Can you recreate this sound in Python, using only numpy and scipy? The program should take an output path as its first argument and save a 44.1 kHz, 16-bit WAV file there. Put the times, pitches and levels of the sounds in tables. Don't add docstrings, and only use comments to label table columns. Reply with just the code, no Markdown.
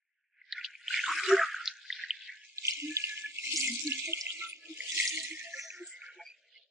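import sys
import numpy as np
from scipy import signal
from scipy.io import wavfile
from scipy.ndimage import uniform_filter1d

SR = 44100
rng = np.random.default_rng(int(sys.argv[2]) if len(sys.argv) > 2 else 0)


def invert_db(x):
    u = np.asarray(x, float) / 20
    return 10 ** u


def waveform_to_disk(signal):
    frames = np.transpose(np.atleast_2d(signal))
    scaled = np.clip(frames, -1, 1) * 32767
    samples = np.round(scaled).astype(np.int16)
    wavfile.write(sys.argv[1], SR, samples)


N = 295470


# time in seconds, edge in Hz.
LOWER_EDGE = [(1.06, 1380), (1.08, 804), (1.16, 1106), (1.3, 1090), (1.58, 1191), (1.75, 1387),
              (2.42, 1513), (2.46, 2037), (4.75, 2020), (4.8, 1854), (5.3, 1845), (5.4, 1697), (5.66, 1670),
              (5.72, 1413)]
# pitch in Hz, likeness 0-1.
PORT_LIKENESS = [(300, 1), (1200, 0.88), (2200, 0.88), (4000, 0.067), (8000, 0.18)]
# pitch in Hz, lead in radians.
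LEFT_PHASE_LEAD = [(0, 0), (1380, -0.3), (2410, -1.3), (5170, -5.6), (6030, -6.4), (7670, -4.9),
                   (8180, -6.3), (10600, -6.7)]
# time in seconds, share 0-1 of the phase lead.
WATER_ASIDE = [(2.3, .15), (2.6, 1.0), (6.0, 1.0), (6.3, .1)]


def water():
    streams = [bubbles(per_s=1500, spread_db=4.0, cycles=18.0, clump_db=6.5, hiss_db=1.0) for _ in range(3)]
    hz, t, (shared, *own) = frames(streams)
    alike = np.clip(at_hz(PORT_LIKENESS, hz), 0, 1)[:, None]
    aside = in_time(WATER_ASIDE, t)[0]
    turn = np.exp(0.5j * np.outer(at_hz(LEFT_PHASE_LEAD, hz), aside))
    turns = np.array([turn, turn.conj()])
    spray = np.sqrt(alike) * shared * turns + np.sqrt(1 - alike) * np.array(own)
    swish = swish_colour(hz, t) * spray
    popping = frames(drops())[2] * turns
    upper_edge_hz = 10900
    inside = (hz[:, None] > in_time(LOWER_EDGE, t)[0]) & (hz[:, None] < upper_edge_hz)
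    return from_frames((swish + popping) * inside)


# time in seconds, vigour in dB, brightness in dB.
WADING_DRIVE = [(0.0, -88, -28), (0.26, -98.5, -33), (0.59, -52.5, -20), (0.82, -54.5, -16),
                (0.93, -36.5, -12.5), (1.3, -40.5, -2.5), (1.44, -45, -7.5), (1.62, -46, -16),
                (1.88, -58, -6.5), (2.1, -48.5, -19), (2.55, -55, -6), (2.68, -37, -8.5),
                (2.82, -41.5, -12.5), (3.0, -41.5, -6.5), (3.33, -44, -10), (3.5, -36.5, -8),
                (3.58, -36.5, 0), (3.8, -40, -4), (4.44, -41, -11.5), (4.6, -50.5, -13), (4.85, -43.5, -6),
                (4.99, -34, -2.5), (5.32, -44.5, -6), (5.62, -55, 1), (6.05, -60, -4.5), (6.4, -64, -10.5),
                (6.7, -73.5, -17)]
BAND_EDGES_HZ = [1400, 2000, 3300, 5300, 7000, 8300, 9600, 10800]
# offset in dB at mean vigour, share of the vigour's swing, share of the brightness.
BAND_RESPONSE = [(1, 1.47, 0.66), (-2, 1.43, 0.023), (-2, 1.225, 0.81), (-6, 1.11, 1.3), (5, 1.4, 0.33),
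                 (-22.5, 2.4, 2.4), (-34.5, 1.1, 1.1)]
# peak time in seconds, level in dB, centre in Hz, length in seconds.
SPLASH_BURSTS = [(0.2, -81, 1960, 0.19), (0.39, -63.5, 1890, 0.049), (0.52, -59, 3830, 0.042),
                 (0.57, -60, 3937, 0.042), (0.59, -44, 1780, 0.067), (0.65, -34, 3820, 0.0089),
                 (0.93, -30, 1830, 0.014), (1.1, -29.5, 1150, 0.061), (1.17, -53, 7930, 0.17),
                 (1.34, -29.5, 1553, 0.16), (1.55, -45, 1496, .06), (1.68, -40, 4400, 0.03),
                 (1.96, -47, 3850, 0.13), (2.03, -41.5, 1950, 0.076), (2.23, -48, 3430, 0.044),
                 (2.31, -49.5, 1710, 0.066), (2.7, -73, 9050, 0.034), (3.6, -46, 9420, 0.092),
                 (5.0, -34, 1950, 0.031), (5.05, -48.5, 9400, 0.15), (5.4, -42, 1822, 0.14),
                 (5.55, -49, 1850, 0.21), (6.08, -49, 1470, 0.082), (6.1, -62, 2310, 0.19),
                 (6.55, -60, 3380, 0.071)]


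def swish_colour(hz, t):
    mean_vigour_db = -45
    vigour_db, bright_db = in_time(WADING_DRIVE, t)
    band_db = [mean_vigour_db + db + swing * (vigour_db - mean_vigour_db) + share * bright_db
               for db, swing, share in BAND_RESPONSE]
    steady = banded(band_db, BAND_EDGES_HZ, hz, blur=0.095)
    splashes = swells(SPLASH_BURSTS, hz, t, octaves=0.32, rise=0.79)
    coarse_db = 2.16 * patches(hz, t, wide=12, long=6)
    fine_db = 3.0 * patches(hz, t, wide=3, long=5)
    return np.hypot(steady, splashes) * rms_one(invert_db(coarse_db + fine_db))


def bubbles(per_s, spread_db, cycles, clump_db, hiss_db):
    sizes = invert_db(spread_db * np.minimum(rng.exponential(1, N), 5)) * rng.choice([-1, 1], N)
    clumps = invert_db(clump_db * drift(18.0) + 1.2 * drift(80.0))
    born = rng.random(N) < per_s * clumps / SR
    pitches_hz = np.geomspace(850, 11000, 30)
    dealt = rng.integers(0, 30, N)
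    rings = sum(hz * ring(sizes * born * (dealt == k), hz, cycles) for k, hz in enumerate(pitches_hz))
    hiss = rms_one(clumps ** 0.049 * rng.standard_normal(N))
    return rms_one(rms_one(rings) + invert_db(hiss_db) * hiss)


# start in seconds, pop level in dB, starting pitch in Hz.
DROP_POPS = [(0.4146, -42.5, 2025), (0.5245, -20, 4000), (0.527, -28, 1830), (0.5798, -28.5, 2030),
             (0.6451, -23.5, 2820), (0.752, -38.5, 2320), (0.881, -20, 3000), (0.9055, -27, 1444),
             (0.941, -17, 2250), (0.959, -21, 1960), (1, -23.5, 2500), (1.038, -20.5, 1440),
             (1.2345, -24, 2290), (1.311, -17, 1276), (1.328, -22, 1600), (1.344, -22, 1500),
             (1.367, -22, 1440), (1.378, -24, 1954), (1.3933, -15, 1623), (1.411, -26, 1480),
             (1.543, -24, 1454), (1.564, -29, 1523), (1.6571, -22, 5030), (1.6767, -14.5, 3980),
             (1.9019, -22.5, 1897), (1.926, -22.5, 3430), (2.036, -24, 1830), (2.106, -15, 2920),
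             (2.292, -34, 1810), (2.5825, -21.5, 3690), (2.6516, -21, 3000), (2.668, -22, 5900),
             (2.682, -11, 3030), (2.7087, -20, 5000), (2.9676, -12, 3400), (3.0392, -15.5, 2730),
             (3.259, -28.5, 2310), (3.3857, -21.5, 2670), (3.5603, -15, 5380), (3.572, -14.5, 6300),
             (3.606, -20, 5000), (3.674, -23, 5600), (3.738, -23.5, 7640), (3.875, -19.5, 4170),
             (3.9197, -17.5, 2780), (4.0773, -25.5, 2070), (4.1331, -14.5, 2970), (4.211, -19.5, 5200),
             (4.266, -23, 2480), (4.5297, -29, 2430), (4.8045, -25.5, 2030), (4.9208, -21.5, 5850),
             (4.9996, -16.5, 2090), (5.021, -24.5, 6200), (5.0768, -15.5, 5070), (5.093, -18, 6730),
             (5.174, -23.5, 2090), (5.232, -21.5, 7430), (5.3111, -29.5, 2030), (5.5386, -21.5, 1598),
             (5.703, -32.5, 2420), (5.8723, -32, 6940), (6.0182, -34.5, 2250)]


def drops():
    length = 1800
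    out, t = np.zeros(N + length), np.arange(length) / SR
    for s, db, hz in DROP_POPS:
        u = rng.random()
        cycles = hz * t
        short = min(1, 3500 / hz) ** 1.8
        rise = (1 - np.exp(-cycles / (3.1 * short))) ** 3
        shape = rise * np.exp(-cycles / ((2.1 + 0.8 * u) * short))
        pop = shape / shape.max() * np.sin(2 * np.pi * (cycles * (1 + 0.003 * cycles) + u))
        noise = rng.standard_normal(length)
        tuned = rms_one(ring(ring(noise, hz, cycles=10.0), hz, cycles=10.0))
        spatter = tuned * np.exp(-t / 0.0059) * (1 - np.exp(-t / 0.0016)) ** 2
        i = round(s * SR)
        out[i:i + length] += invert_db(db) * (pop + invert_db(-11.0) * spatter)
    return out[:N]


# centre in seconds, level in dB, pitch in Hz, length in seconds (played as at least 0.022).
UNSTEADY_TONES = [(1.105, -53.5, 328, 0.018), (1.162, -56, 323, 0.043), (1.298, -25, 378, 0.033),
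                  (1.325, -35, 685, 0.032), (1.334, -15, 385, 0.023), (1.397, -31, 671, 0.036),
                  (2.394, -58.5, 1702, 0.087), (2.581, -65, 1713, 0.053), (2.765, -73, 1716, 0.035),
                  (2.846, -32.5, 292.5, 0.027), (2.892, -33, 305.7, 0.036), (2.932, -45, 1726, 0.081),
                  (3.01, -42.5, 1690, 0.031), (3.092, -47, 1757, 0.086), (3.117, -38, 1703, 0.042),
                  (3.198, -44.5, 1722, 0.052), (3.251, -34.5, 1725, 0.024), (3.294, -54, 1730, 0.031),
                  (3.549, -39.5, 324.5, 0.017), (3.629, -49.5, 268.6, 0.18), (3.72, -37.5, 237, 0.047),
                  (3.868, -27.5, 299, 0.023), (3.903, -35, 266.4, 0.019), (3.874, -53.5, 1708, 0.06),
                  (3.919, -50, 1715, 0.062), (3.939, -50.5, 264, 0.094), (4.097, -41.5, 639, 0.025),
                  (4.1, -39.5, 333, 0.036), (4.15, -69, 1350, 0.067), (4.299, -62.5, 1360, 0.034),
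                  (4.446, -36.5, 1353, 0.04), (4.492, -47, 9500, 0.029), (4.64, -55.5, 1714, 0.031),
                  (4.652, -75, 1316, 0.11), (4.714, -40, 317, 0.025), (4.819, -59, 1737, 0.1),
                  (4.965, -55, 336, 0.029), (5.022, -64, 1735, 0.04), (5.161, -45.5, 317, 0.05),
                  (5.199, -58, 651, 0.048), (5.292, -57, 1745, 0.06), (5.327, -43, 320, 0.033),
                  (5.486, -49, 673, 0.058), (5.566, -53, 533, 0.031), (5.6, -56, 1397, 0.077),
                  (5.622, -44.5, 5990, 0.14), (5.666, -55, 656, 0.036), (5.792, -56, 1390, 0.058),
                  (5.82, -37.5, 351, 0.024), (5.885, -44, 7520, 0.065), (5.948, -44, 2070, 0.058),
                  (6.038, -48.5, 1395, 0.013), (6.098, -51, 1427, 0.032), (6.067, -50.5, 2227, 0.1),
                  (6.175, -53.5, 363, 0.018), (6.208, -47, 860, 0.017), (6.21, -47, 2305, 0.036),
                  (6.22, -48, 685, 0.013), (6.27, -47, 2356, 0.026), (6.28, -54, 4700, 0.052),
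                  (6.303, -47.5, 2500, 0.049), (6.559, -56, 2150, 0.021)]


def unsteady_tones():
    out, t = np.zeros((2, N)), np.arange(N) / SR
    waver, flutter, rustle, hiss = (drift(rate_hz) + 1j * drift(rate_hz)
                                    for rate_hz in (15.0, 35.0, 120.0, 450.0))
    sway = drift(10.0)
    for s, db, hz, length in UNSTEADY_TONES:
        near = slice(max(round((s - 0.3) * SR), 0), round((s + 0.3) * SR))
        dt = t[near] - s
        if hz < 1780:
            rough = hz / 3500 * flutter
        elif hz < 5000:
            rough = 1.2 * rustle
        else:
            rough = 3 * hiss
        lean = 1 + 0.15 * np.tanh(dt / length)
        swell = np.exp(-(dt / (0.68 * lean * max(length, 0.022))) ** 2)
        core = swell * rms_one(1 + rough[near])
        skirt = invert_db(-23.5) * np.exp(-(dt / 0.057) ** 2) * waver[near] * (hz < 1780)
        apart = np.exp(0.05j * hz / 400 * sway[near] * [[1], [-1]])
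        out[:, near] += invert_db(db) * np.imag((core + skirt) * np.exp(2j * np.pi * hz * dt) * apart)
    return out


def slap():
    dt = np.arange(N) / SR - 1.08
    return invert_db(-38) * np.exp(-np.abs(dt) / 0.0001)


# peak time in seconds, level in dB, centre in Hz, length in seconds.
MURK_SWELLS = [(1.55, -79, 387.6, 0.13), (3.3, -75, 297, 0.2), (3.64, -72, 665, 0.066),
               (3.75, -53.5, 272, 0.15), (4.2, -68, 652, 0.2), (4.45, -73.5, 326, 0.43),
               (4.8, -70, 460, 0.17), (4.8, -65.5, 672, 0.21), (5.05, -69.5, 289, 0.36),
               (5.6, -74.5, 704, 0.96), (6.1, -76, 521, 0.57), ]


def murk():
    hz, t, (mid, side) = frames(rng.standard_normal((2, N)))
    lumps = rms_one(invert_db(5.5 * patches(hz, t, wide=2, long=10)))
    gain = swells(MURK_SWELLS, hz, t, octaves=0.19, rise=0.83) * lumps
    gain *= (hz[:, None] > 190) & (hz[:, None] < 730)
    return from_frames(gain * (mid + invert_db(-13) * side * [[[1]], [[-1]]]))


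def noise_floor():
    return invert_db(-108) * rng.standard_normal((2, N))


def swells(rows, hz, t, octaves, rise):
    power = 0
    for s, db, centre_hz, length in rows:
        away = np.where(t < s, (s - t) / rise, t - s) / length
        bell = np.exp(-(np.log2((hz + 1) / centre_hz) / octaves) ** 2) / (2 * octaves * centre_hz / SR)
        power = power + np.outer(bell, invert_db(2 * (db - 10 * away)))
    return np.sqrt(power)


def banded(band_db, edges, hz, blur):
    per_hz_db = np.array(band_db) - 10 * np.log10(np.diff(edges) / (SR / 2))[:, None]
    past_border = 1 / (1 + (np.array(edges[1:-1]) / (hz[:, None] + 1)) ** (1 / blur))
    return invert_db(per_hz_db[0] + past_border @ np.diff(per_hz_db, axis=0))


def patches(hz, t, wide, long):
    field = rng.standard_normal((len(hz), len(t)))
    for _ in range(2):
        field = uniform_filter1d(uniform_filter1d(field, wide, axis=0), long, axis=1)
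    return rms_one(field)


def ring(clicks, hz, cycles):
    r, w = invert_db(-60 * hz / (cycles * SR)), 2 * np.pi * hz / SR
    return signal.lfilter([0, np.sin(w)], [1, -2 * r * np.cos(w), r * r], clicks + 1e-18)


def drift(rate_hz):
    steep = signal.butter(6, rate_hz, fs=SR, output="sos")
    return rms_one(signal.sosfilt(steep, rng.standard_normal(N + 20000))[20000:])


def rms_one(x):
    return x / np.sqrt(np.mean(np.abs(x) ** 2) + 1e-20)


def in_time(rows, t):
    s, *columns = np.transpose(rows)
    return [np.interp(t, s, c) for c in columns]


def at_hz(points, hz):
    f, v = np.transpose(points)
    return np.interp(np.log(hz + 1), np.log(f + 1), v, left=v[0])


def frames(x):
    return signal.stft(x, SR, nperseg=1024, noverlap=768)


def from_frames(spectra):
    return signal.istft(spectra, SR, nperseg=1024, noverlap=768)[1][:, :N]


def scene():
    return water() + unsteady_tones() + slap() + murk() + noise_floor()


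def top_cut(x):
    return signal.sosfilt(signal.butter(12, 11040, fs=SR, output="sos"), x)


def record(dry):
    return top_cut(dry)


dry = scene()
out = record(dry)
waveform_to_disk(out)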